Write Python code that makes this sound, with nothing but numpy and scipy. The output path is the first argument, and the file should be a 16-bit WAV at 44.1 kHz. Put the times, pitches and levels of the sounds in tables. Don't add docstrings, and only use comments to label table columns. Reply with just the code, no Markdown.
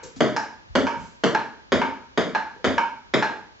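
import sys
import numpy as np
from scipy import signal
from scipy.fft import rfft, irfft
from scipy.io import wavfile

SR = 44100
rng = np.random.default_rng(int(sys.argv[2]) if len(sys.argv) > 2 else 0)


def transcribe(signal):
    frames = np.atleast_2d(signal).T
    limited = np.clip(frames, -1, 1)
    pcm = np.round(limited * 32767).astype(np.int16)
    wavfile.write(sys.argv[1], SR, pcm)


def convert_level_to_amplitude(level_db):
    exponent = np.asarray(level_db, float) / 20
    return 10 ** exponent


N = 158760
LENGTH = 36000

# start in seconds, peak in dB, contact time in ms, table boom in dB,
# pitch of the spot struck in Hz.
BOUNCES = [
    (.2055, -11., 0.641, 4, 618),
    (.753, -9.5, 0.656, 0., 270),
    (1.2367, -9, 0.677, 1, 455),
    (1.72, -10, 0.619, -0.5, 273),
    (2.175, -12, 0.622, 2.5, 249),
    (2.6435, -10.5, 0.621, -1.5, 330),
    (3.138, -11, 0.591, 0.5, 450),
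]
# start in seconds, peak in dB, blade pitch in Hz, rubber tick in dB, left lean in dB.
STROKES = [
    (0.364, -11, 879, 10.5, -1),
    (0.868, -14.5, 932, 6.5, -2.5),
    (1.348, -8, 875.4, -0.5, -1),
    (1.816, -12, 919.5, 0.5, 1.5),
    (2.349, -8.5, 882, -1, -0.5),
    (2.78, -10.5, 925.6, 2.5, -1),
    (3.225, -7, 873, -0.5, -1),
]
# peak in dB, blade pitch in Hz, rubber tick in dB, left lean in dB.
EARLIER_STROKE = (-9, 916, -25, 3.5)
# start in seconds, level in dB, thud pitch in Hz, scuff in dB,
# scuff length in seconds.
STEPS = [
    (0.026, -51.5, 484, 18.5, 0.0052),
    (0.156, -53.5, 265, 16, .006),
    (0.675, -54.5, 99, -8, 0.0044),
    (0.956, -50, 200, 11.5, 0.046),
    (2.557, -60.5, 493, -6, 0.01),
]
# frequency in Hz, level in dB, decay time t60 in seconds.
HALVES = [
    [(243, -0.5, 0.04), (330, 2, 0.033), (450, 9.5, 0.025), (599, 9, 0.021)],
    [(270, 1, 0.12), (216.6, -26.5, 0.034), (412, 9.5, 0.024), (552, 16.5, 0.02)],
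]
# frequency in Hz, level in dB, decay time t60 in seconds.
LEGS = [(128.5, -16.5, 0.3), (95, -12, 0.15)]
# multiple of the blade pitch, level in dB, decay time t60 in seconds.
BLADES = [
    [(1., -11, .08), (1.35, -12, 0.014), (1.88, -6, 0.017), (3.4, -27, 0.0098), (2.5, -14.5, 0.0049),
     (4.8, -20.5, 0.0098), (1.045, -17, 0.08)],
    [(1., -6.5, .11), (1.35, -1, 0.0064), (1.72, -1.5, 0.011), (3.3, -16.5, 0.0098), (2.4, -10, 0.017),
     (4.6, -19, .004), (.97, -18, 0.15)],
]
# frequency in Hz, level in dB.
CLICK = [(100, -64.5), (400, -31), (1000, 2), (2000, 13.5), (3300, 25.5), (5000, 23.5), (6500, 19),
         (8000, 19.5)]
# frequency in Hz, level in dB.
TICK = [(100, -52.5), (400, -3), (1200, 6), (2000, -69.5), (3300, -53.5), (5000, 11.5), (6500, 0),
        (8000, -6.5)]
# frequency in Hz, decay time t60 in seconds.
ROOM = [(100, 0.48), (260, 0.56), (700, 0.44), (1840, 0.49), (4850, 0.45)]
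# frequency in Hz, side level in dB.
SIDE_DB = [(60, -21.5), (250, -59), (500, -35.5), (1000, -12), (2000, -8), (4000, -5.5), (6000, -6.5),
           (8000, -1)]
# frequency in Hz, lead of the left in radians.
LEAD = [(100, -2.1), (800, 0.28), (1200, -1.2), (2400, -0.043), (3000, -0.94), (4400, -.35), (6300, -0.28)]
# frequency in Hz, level in dB.
AIR = [(18, -40), (30, -9.5), (150, -2), (922, -10), (1790, -13), (5960, -16.5), (8500, -28), (11000, -68),
       (18700, -120)]
# frequency in Hz, level in dB.
HISS = [(18, -35), (30, 9), (304, -5.5), (1010, -2.5), (4600, -14), (6710, -21.5), (8500, -59),
        (11000, -76), (18700, -120)]

HALF_OCTAVES_HZ = 40 * 2 ** np.arange(0, 8.1, .5)
BOUNCE_DB, BOOM_DB, STROKE_DB, TICK_DB = 3, -37.5, -21, -29
BOUNCE_NEAR_DB, STROKE_NEAR_DB, STEP_NEAR_DB = -6, -1, -40
CONTACT_SHAPE, RUBBER_MS = 1.416, 0.083
PING_HZ, PING_DB, PING_T60_S = 3390, -23.5, 0.019
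SPOT_DB, SPOT_T60_S = -4, 0.071
SLIP_DB, SLIP_MS = -37, .12
WET_DB, DIRECT_DB, FIRST_WALL_S, MIXING_S = -25, -14, .0012, .015
EARLY_DB, EARLY_S = 9, 0.0046
CEILING_DB, RELEASE_DB_PER_S, SQUEEZE = -7.5, 139, 0.24


def bounce(k, db, ms, boom_db, hz):
    force = contact(ms)
    modes = list(HALVES[k % 2]) + [(hz, SPOT_DB, SPOT_T60_S)]
    boom = radiated(sum(convert_level_to_amplitude(level) * ring(force, mode_hz, t60) for mode_hz, level, t60 in modes))
    legs_hz, legs_db, legs_t60 = LEGS[k % 2]
    boom = boom + convert_level_to_amplitude(legs_db) * ring(force, legs_hz, legs_t60)
    click = coloured(force + convert_level_to_amplitude(SLIP_DB) * contact(SLIP_MS), CLICK)
    click = click + convert_level_to_amplitude(PING_DB) * ring(force, PING_HZ, PING_T60_S)
    return convert_level_to_amplitude(db + BOUNCE_DB) * 10 * (radiated(click) + convert_level_to_amplitude(BOOM_DB + boom_db) * boom)


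def stroke(k, db, hz, tick_db):
    force = contact(RUBBER_MS)
    blade = 0
    for j, (ratio, level, t60) in enumerate(BLADES[k % 2]):
        blade = blade + (-1) ** j * convert_level_to_amplitude(level) * ring(force, hz * ratio, t60)
    tick = coloured(contact(RUBBER_MS / 3), TICK)
    return convert_level_to_amplitude(db) * 10 * (convert_level_to_amplitude(STROKE_DB) * blade + convert_level_to_amplitude(TICK_DB + tick_db) * tick)


def step(db, hz, scuff_db, length):
    t = np.arange(LENGTH) / SR / length
    scuff = rng.standard_normal(LENGTH) * t * np.exp(-t) * np.sqrt(0.011 / length)
    scuff = signal.lfilter([1, -.5], [1], scuff)
    thud = ring(contact(730.0 / hz), hz, 0.04)
    return convert_level_to_amplitude(db) * (10 * thud + convert_level_to_amplitude(scuff_db) * scuff)


def contact(ms):
    oversampling = 8
    t = np.arange(oversampling * 512) / (oversampling * SR)
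    phase = np.clip(t / (ms / 1000), 0, 1)
    fine = np.abs(np.sin(np.pi * phase)) ** CONTACT_SHAPE * (phase < 1)
    pulse = signal.resample_poly(fine, 1, oversampling)
    return np.pad(pulse / pulse.sum(), (0, LENGTH - len(pulse)))


def ring(x, hz, t60):
    r, w = convert_level_to_amplitude(-60 / (t60 * SR)), 2 * np.pi * hz / SR
    return signal.lfilter([0, np.sin(w)], [1, -2 * r * np.cos(w), r * r], x + 1e-18)


def coloured(x, points):
    size = 1024
    hz = np.arange(size + 1) * SR / 2 / size + 1
    cepstrum = irfft(np.log(convert_level_to_amplitude(at_hz(points, hz))))
    cepstrum[1:size] *= 2
    cepstrum[size + 1:] = 0
    return signal.fftconvolve(x, irfft(np.exp(rfft(cepstrum))))[..., :x.shape[-1]]


def radiated(x):
    return signal.sosfilt(signal.butter(4, 200, "high", fs=SR, output="sos"), x)


def at_hz(points, hz):
    return np.interp(np.log(hz), np.log(np.array(points)[:, 0] + 1), np.array(points)[:, 1])


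def band(x, low, high):
    return signal.sosfilt(signal.butter(2, [low, high], "band", fs=SR, output="sos"), x + 1e-18)


def room(count):
    t = np.arange(LENGTH) / SR
    density = np.clip((t / MIXING_S) ** 2 + 0.014, 0, 1) * (t > FIRST_WALL_S)
    draw = rng.standard_normal((count, 2, 2, LENGTH))
    present = rng.random((count, 1, 1, LENGTH)) < density
    level = convert_level_to_amplitude(WET_DB + EARLY_DB * np.exp(-t / EARLY_S))
    echoes = draw * present / np.sqrt(density + 1e-9) * level
    direct = convert_level_to_amplitude(DIRECT_DB) * (t == 0)
    out = np.zeros((count, 2, LENGTH))
    out[:, 0] = direct
    for k, (low, high) in enumerate(zip(HALF_OCTAVES_HZ, HALF_OCTAVES_HZ[1:])):
        hz = np.sqrt(low * high)
        dying = echoes[:, k % 2] * convert_level_to_amplitude(-60 * t / at_hz(ROOM, hz))
        mid, side = np.moveaxis(band(dying, low, high), 1, 0)
        turned = np.gradient(mid + band(direct, low, high), axis=1) / np.sin(2 * np.pi * hz / SR)
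        out[:, 0] += mid
        out[:, 1] += convert_level_to_amplitude(at_hz(SIDE_DB, hz)) * side + np.tan(at_hz(LEAD, hz) / 2) * turned
    return out


def hush(points, db):
    x = coloured(rng.standard_normal(N + 4000), points)[4000:]
    return convert_level_to_amplitude(db) * x / x.std()


def rumble():
    lowpass = signal.butter(2, 91, fs=SR, output="sos")
    x = signal.sosfilt(lowpass, rng.standard_normal(N + 4000))[4000:]
    return convert_level_to_amplitude(-60.5) * x / x.std()


def scene():
    hits = [(s, 0, BOUNCE_NEAR_DB, bounce(k, *rest)) for k, (s, *rest) in enumerate(BOUNCES)]
    strokes = list(STROKES) + [(-.2, *EARLIER_STROKE)]
    for k, (s, *rest, lean) in enumerate(strokes):
        hits.append((s, lean, STROKE_NEAR_DB, radiated(stroke(k, *rest))))
    hits += [(s, 0, STEP_NEAR_DB, step(*rest)) for s, *rest in STEPS]
    out = np.zeros((2, N + 3 * LENGTH))
    for (s, lean, near_db, dry), answer in zip(hits, room(count=len(hits))):
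        mid, side = signal.fftconvolve(answer, dry[None, :12000])[:, :LENGTH]
        mid = mid + convert_level_to_amplitude(near_db) * dry
        i = int(s * SR) + LENGTH
        out[:, i:i + LENGTH] += np.array([mid + side, mid - side]) * convert_level_to_amplitude([[lean / 2], [-lean / 2]])
    hits_heard = out[:, LENGTH:LENGTH + N]
    return hits_heard + hush(AIR, -60.5) + hush(HISS, -52) * [[1], [-1]] + rumble()


def top_cut(x):
    return signal.sosfilt(signal.butter(12, 8960, fs=SR, output="sos"), x)


def record(dry):
    x = signal.sosfilt(signal.butter(2, 55, "high", fs=SR, output="sos"), dry)
    slope = RELEASE_DB_PER_S * np.arange(N) / SR
    over = np.maximum(20 * np.log10(np.abs(x).max(0) + 1e-9) - CEILING_DB, 0)
    held = np.maximum(np.maximum.accumulate(over + slope) - slope, 0)
    x = x * convert_level_to_amplitude(-SQUEEZE * signal.lfilter([.05], [1, -.95], held))
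    below = signal.sosfilt(signal.cheby2(14, 40, 8020, fs=SR, output="sos"), x)
    narrowed = .6 * x.mean(0) + .4 * x
    lobe = signal.sosfilt(signal.cheby2(3, 30, (7950, 9000), "band", fs=SR, output="sos"), narrowed)
    mix = signal.sosfilt(signal.cheby2(12, 60, 9100, fs=SR, output="sos"), below + convert_level_to_amplitude(-1.5) * lobe)
    return top_cut(mix)


dry = scene()
out = record(dry)
transcribe(out)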